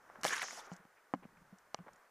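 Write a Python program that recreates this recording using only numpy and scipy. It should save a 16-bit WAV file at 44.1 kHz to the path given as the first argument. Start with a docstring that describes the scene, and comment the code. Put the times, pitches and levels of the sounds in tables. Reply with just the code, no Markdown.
"""A dirt trail, close to dense bushes, heard from the microphone of a camera on a bicycle eased along.
Right at the microphone a leaf slaps the housing and drags across it, first catching and slipping,
then sliding off with a hiss. Stems knock on the housing and the mount thumps softly with the movement.
Small rustles and ticks stand out of the quiet outdoor air. The image is all but mono."""
import sys
import numpy as np
from scipy import signal
from scipy.fft import rfft, irfft
from scipy.io import wavfile
from scipy.ndimage import map_coordinates

SR = 44100
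rng = np.random.default_rng(int(sys.argv[2]) if len(sys.argv) > 2 else 0)


def unload_audio(sound):
    """Save the sound as a 16-bit wav file, at the path given as the first command line argument."""
    columns = np.transpose(np.atleast_2d(sound))
    # keep every value between -1 and 1, then stretch to whole-number steps
    steps = np.round(np.clip(columns, -1, 1) * 32767)
    wavfile.write(sys.argv[1], SR, steps.astype(np.int16))


N = 92610
T = np.arange(N) / SR
SLIPS_PER_S, SLIP_SPREAD_DB = 3000, 3.5  # stick-slip friction

# resonances of the camera housing: (frequency [Hz], width [Hz], gain [dB])
HOUSING = [(180, 25, 0), (275, 106, 1), (510, 108, -5.5), (678, 88, 0.5), (792, 79, -1), (999, 97, -3),
           (1173, 56, -7.5), (1630, 30, -17), (2140, 59, -11.5), (2893, 134, -7.5), (4250, 510, -10),
           (5550, 380, -10.5), (6840, 120, -14.5), (14300, 280, -33)]


def from_db(db):
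    """Decibels to gain."""
    return 10 ** (np.asarray(db) / 20)


def rms_one(x):
    """Scale to an rms of 1."""
    return x / np.sqrt(np.mean(x ** 2) + 1e-20)


def level(rows):
    """Gain over time from (time [s], level [dB]) points."""
    return from_db(np.interp(T, *np.transpose(rows)))


def coloured(x, spectrum):
    """Shape x by (frequency [Hz], gain [dB]) points, then scale to an rms of 1."""
    hz, db = np.transpose(spectrum)
    log_hz = np.log(np.arange(N // 2 + 1) * SR / N + 1)
    gain = from_db(np.interp(log_hz, np.log(hz), db))
    return rms_one(irfft(rfft(x) * gain, N))


def low_pass(x, hz, order=2):
    """Butterworth low-pass."""
    return signal.sosfilt(signal.butter(order, hz, fs=SR, output="sos"), x + 1e-18)


def band_pass(x, low_hz, high_hz):
    """Butterworth band-pass."""
    return signal.sosfilt(signal.butter(3, [low_hz, high_hz], "band", fs=SR, output="sos"), x)


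def low_cut(x, hz=126):
    """The small housing carries little deep bass."""
    return signal.sosfilt(signal.butter(2, hz, "high", fs=SR, output="sos"), x)


def resonate(x, modes):
    """Parallel resonances: (frequency [Hz], width [Hz], gain [dB])."""
    out = 0
    for hz, width, db in modes:
        r = np.exp(-np.pi * width / SR)
        poles = [1, -2 * r * np.cos(2 * np.pi * hz / SR), r * r]
        out = out + from_db(db) * (1 - r * r) / 2 * signal.lfilter([1, 0, -1], poles, x + 1e-18)
    return out


def smear(x, hz=2700, width_hz=2700):
    """Bending waves smear a crack: an all-pass that delays it by a fraction of a millisecond."""
    r = np.exp(-np.pi * width_hz / SR)
    poles = [1, -2 * r * np.cos(2 * np.pi * hz / SR), r * r]
    return signal.lfilter(poles[::-1], poles, x)


def flutter(rate_hz, depth_db):
    """A randomly wavering gain."""
    return from_db(depth_db * rms_one(low_pass(rng.standard_normal(N), rate_hz)))


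def grains(per_s, spread_db):
    """Random clicks of uneven size and sign."""
    sizes = from_db(spread_db * np.minimum(rng.exponential(1, N), 4))
    signs = rng.choice([-1, 1], N)
    return sizes * signs * (rng.random(N) < per_s / SR)


def click(s):
    """A unit impulse at time s."""
    return (np.arange(N) == int(s * SR)) * 1.0


def dying(s, decay_s):
    """An exponential decay that starts at time s."""
    return (T >= s) * np.exp(-np.clip((T - s) / decay_s, 0, 40))


def crunch(s, decay_s):
    """A short burst of tiny fractures, of unit energy."""
    burst = rng.standard_normal(N) * dying(s, decay_s)
    return burst / np.linalg.norm(burst)


def background():
    """Quiet outdoor air, the handling rumble of the moving camera and its microphone's steady hiss."""
    # spectra of the three noises: (frequency [Hz], relative level [dB])
    air_colour = [(25, -6.5), (80, -45), (160, -12.5), (450, 3), (1500, 6), (2100, -3.5), (2800, -14.5),
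                  (3600, -20.5), (15000, -27.5)]
    rumble_colour = [(20, -8), (80, -10.5), (170, -4), (350, -12), (1000, -68)]
    hiss_colour = [(7000, -0.5), (15000, -5)]
    # rise and fall of the air and the rumble: (time [s], level [dB])
    air_level = [(0, -66.5), (.1, -62), (.7, -58), (.9, -70), (1.55, -68.5), (1.72, -69.5), (2.02, -66),
                 (2.1, -71)]
    rumble_level = [(0, -81.5), (.19, -74.5), (.26, -68), (.38, -78.5), (.9, -88.5), (1.08, -107),
                    (1.15, -72.5), (1.42, -72.5), (1.6, -87.5), (1.95, -73.5), (2.02, -96)]
    air = level(air_level) * coloured(rng.standard_normal(N), air_colour)
    rumble = level(rumble_level) * coloured(rng.standard_normal(N), rumble_colour)
    hiss = from_db(-79.5) * coloured(rng.standard_normal(N), hiss_colour)
    return air + rumble + hiss


def brushes():
    """Clothes and leaves brush nearby in short, dull strokes of grainy friction."""
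    # soft strokes: (time [s], length [s]: full level for its first half, then fading out until its end plus the
    # release, level [dB], lower band edge [Hz])
    strokes = [(0.093, 0.011, -54, 510), (0.154, 0.0036, -49.5, 413), (0.169, 0.071, -64, 290),
               (0.672, 0.0087, -53.5, 407), (0.966, 0.027, -68.5, 1540), (1.221, 0.029, -60.5, 142),
               (1.228, .025, -66.5, 1740), (1.37, 0.0074, -69, 1480), (1.773, 0.0067, -67, 2000),
               (1.833, 0.027, -65.5, 119), (1.863, 0.01, -51, 165), (1.881, 0.0088, -51.5, 457)]
    attack_s, release_s, width_hz = 0.00053, 0.011, 1030
    friction = grains(per_s=2200, spread_db=3.5)
    out = 0
    for s, length, db, low_hz in strokes:
        envelope = np.interp(T - s - attack_s, [-attack_s, 0, length / 2, length + release_s], [0, 1, 1, 0])
        rub = rms_one(band_pass(friction, low_hz, low_hz + width_hz))
        out = out + from_db(db) * envelope * rub
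    return out


def ticks():
    """Tiny dry ticks: bright noise that dies within milliseconds."""
    # onsets of the ticks: (time [s], level [dB])
    onsets = [(0.2124, -55), (0.735, -56.5), (0.764, -55.5), (1.138, -61.5), (1.585, -61), (1.933, -61.5),
              (1.96, -65.5)]
    # their spectrum: (frequency [Hz], relative level [dB])
    colour = [(1000, -56), (3500, -29), (6400, -15.5), (10000, -30), (15000, -50)]
    envelope = sum(from_db(db) * dying(s, decay_s=0.0031) for s, db in onsets)
    return envelope * coloured(rng.standard_normal(N), colour)


def mount_thumps():
    """A dull click in the housing, then the loose mount swings for a few cycles, grating as it moves."""
    # jolts of the mount: (time [s], swing level [dB], frequency [Hz], t60 [s], contact click [dB])
    jolts = [(0.184, -46.5, 232, 0.05, -44), (0.7168, -34, 180, 0.077, -9.5), (0.796, -50, 180, 0.061, -37),
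             (.852, -43, 234, 0.017, -23), (1.148, -40, 242, 0.073, -9), (1.2522, -33.5, 210, 0.026, -20.5),
             (1.416, -48.5, 174, 0.05, -41), (1.525, -42.5, 191, 0.07, -29),
             (1.789, -40.5, 164, 0.052, -15), (1.8009, -40, 177.4, 0.071, -26)]
    attack_s = 0.0031
    swings, clicks = 0, 0
    for s, db, hz, t60, click_db in jolts:
        envelope = dying(s, t60 / np.log(1000)) * (1 - dying(s, attack_s))
        swings = swings + from_db(db) * envelope * np.sin(2 * np.pi * hz * (T - s))
        clicks = clicks + from_db(click_db) * click(s)
    friction = rms_one(low_pass(grains(SLIPS_PER_S, SLIP_SPREAD_DB), hz=610))
    grit = from_db(-13) * swings * friction
    return low_cut(swings + grit) + low_pass(resonate(clicks, HOUSING), hz=1780)


def stem_knocks():
    """A click and a brief crunch ring the housing; the contact's place and softness set the colour."""
    # stems striking: (time [s], force [dB], bass [dB], treble [dB], cut-off [Hz], damping [ratio])
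    strikes = [(0.234, -13, 1, 15, 15000, 1.4), (0.2448, -1, 0, 10.5, 11100, 0.82),
               (0.2509, 13.5, -17, -18, 10900, 1.14), (0.7166, -1.5, -9, -6, 1850, 0.94),
               (1.1377, 8, 5, -3.5, 2000, 0.99), (1.1413, -0.5, 10, -9, 870, 0.53),
               (1.7452, 1.5, -17, -2.5, 6400, 1.69)]
    bass_hz, treble_hz = 352, 2000
    hollow_hz, hollow_width_hz = 1470, 243
    out = 0
    for s, db, bass_db, treble_db, contact_hz, damping in strikes:
        modes = []
        for hz, width, mode_db in HOUSING:
            tilt_db = bass_db / (1 + (hz / bass_hz) ** 4) + treble_db / (1 + (treble_hz / hz) ** 2)
            modes.append((hz, width * damping, mode_db + tilt_db))
        crack = band_pass(crunch(s, decay_s=0.001), low_hz=2040, high_hz=15000)
        force = click(s) + from_db(-10) * crack
        ring = resonate(smear(force), modes)
        out = out - from_db(db) * low_pass(ring, contact_hz, order=4)
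    # a dip between the housing's resonances makes it sound hollow
    notch = signal.iirnotch(hollow_hz, hollow_hz / hollow_width_hz, fs=SR)
    return low_cut(signal.lfilter(*notch, out))


def leaf_scrapes():
    """A fold of the leaf rubs briefly in one narrow resonance."""
    # folds passing over the housing: (time [s], length [s], level [dB], frequency [Hz])
    folds = [(0.253, 0.014, -39.5, 595), (0.303, 0.04, -53.5, 393), (0.435, 0.017, -52.5, 700),
             (0.564, 0.058, -56, 880), (0.574, 0.02, -53.5, 680), (0.592, 0.018, -61, 3550)]
    width_hz = 117
    out = 0
    for s, length, db, hz in folds:
        arch = np.sqrt(np.clip(1 - (2 * (T - s) / length - 1) ** 2, 0, 1))
        rub = arch * resonate(grains(SLIPS_PER_S, SLIP_SPREAD_DB), [(hz, width_hz, 0)])
        out = out + from_db(db) * rub * np.sqrt(length * SR) / np.linalg.norm(rub)
    return out


def leaf_snags():
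    """Each catch ends in a papery crackle with a pitch of its own."""
    # the leaf catches and lets go: (time [s], level before the low-pass [dB], frequency [Hz])
    catches = [(0.2653, -35, 2000), (0.279, -33.5, 3400), (0.294, -39.5, 1560), (.3065, -33.5, 1550),
               (0.3799, -38, 2770), (.395, -37.5, 1870), (0.4172, -34.5, 1800), (0.4274, -35, 1610),
               (.483, -44.5, 1460), (0.5081, -45, 1730), (0.529, -46.5, 740)]
    decay_s, q = 0.0036, 2.5
    out = 0
    for s, db, hz in catches:
        crackle = resonate(crunch(s, decay_s), [(hz, hz / q, 0)])
        out = out + from_db(db) * crackle * np.sqrt(decay_s * SR) / np.linalg.norm(crackle)
    return low_pass(out, hz=3800, order=3)


def sliding_leaf():
    """Fine friction grains hiss with shifting colour; the leaf's edge adds a sizzle, its flat a swish."""
    # course of the three sounds as the leaf passes the microphone: (time [s], level [dB])
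    hiss_level = [(.229, -100), (.234, -53), (.258, -45), (.286, -39), (.302, -46.5), (.33, -44.5),
                  (.348, -49.5), (.368, -45), (.404, -51), (.43, -47), (.455, -51), (.575, -52.5),
                  (.63, -67), (.666, -62), (.685, -79.5), (.73, -65.5), (.8, -104)]
    sizzle_level = [(.229, -101), (.234, -53), (.28, -46.5), (.305, -60), (.365, -54.5), (.405, -70),
                    (.425, -50), (.45, -82), (.53, -62), (.6, -63), (.64, -100)]
    swish_level = [(.42, -85), (.438, -50), (.49, -53.5), (.56, -75), (.62, -92)]
    # spectra of the friction: (frequency [Hz], relative level [dB])
    hiss_colour = [(150, -10.5), (400, -8), (1500, -7.5), (4000, -6.5), (5600, 1), (6800, -0.5),
                   (8100, -13.5), (10000, -16.5), (15000, -38)]
    sizzle_colour = [(4000, -34), (7800, 0.5), (8900, 0.5), (10300, -1), (12500, -8.5), (15000, -14)]
    grains_per_s, spread_db = 14000, 5
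    edges_hz = np.geomspace(140, 16000, 16)
    friction = 0
    for low_hz, high_hz in zip(edges_hz, edges_hz[1:]):
        band = band_pass(grains(grains_per_s, spread_db), low_hz, high_hz)
        friction = friction + band * flutter(rate_hz=53, depth_db=3)
    hiss = coloured(friction, hiss_colour)
    sizzle = coloured(grains(per_s=7000, spread_db=7), sizzle_colour)
    swish = rms_one(band_pass(grains(grains_per_s, spread_db), low_hz=5180, high_hz=6800))
    return level(hiss_level) * hiss + level(sizzle_level) * sizzle + level(swish_level) * swish


def dragging_leaf():
    """Stick-slip clicks rasp in the leaf's resonances, which sink as it bends and spring back."""
    # pressure of the leaf, heard as the strength of its rasp: (time [s], level [dB])
    pressure = [(.228, -91), (.235, -38.5), (.296, -51), (.302, -51), (.309, -43), (.32, -38.5),
                (.334, -32.5), (.348, -40.5), (.364, -37.5), (.394, -50), (.43, -41.5), (.447, -50.5),
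                (.47, -62), (.6, -62), (.86, -79)]
    # resonances of the unbent leaf: (frequency [Hz], width [Hz], gain [dB])
    leaf_modes = [(1166, 140, -3), (1460, 230, -0.5), (1715, 160, 3), (1993, 140, -8), (2800, 200, -15)]
    # their shift as it bends: (time [s], pitch [ratio])
    bend = [(.345, 1), (.365, .96), (.388, .75), (.396, 1.04)]
    slips = rms_one(resonate(grains(SLIPS_PER_S, SLIP_SPREAD_DB), leaf_modes))
    read_position = np.cumsum(np.interp(T, *np.transpose(bend)))  # slower reading lowers the pitch
    rasp = map_coordinates(slips, [read_position], mode="wrap")
    return level(pressure) * band_pass(rasp, low_hz=800, high_hz=3400)


def scene():
    """Everything reaches both channels alike, apart from a trace of hiss."""
    leaf = dragging_leaf() + leaf_snags() + leaf_scrapes() + sliding_leaf()
    mid = leaf + stem_knocks() + mount_thumps() + brushes() + ticks() + background()
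    side = from_db(-85.5) * rng.standard_normal(N)
    return np.array([mid + side, mid - side])


def record(dry):
    """The top treble is cut steeply."""
    cutoff_hz = 15400
    return signal.sosfilt(signal.ellip(10, .1, 70, cutoff_hz, fs=SR, output="sos"), dry)


dry = scene()
out = record(dry)
unload_audio(out)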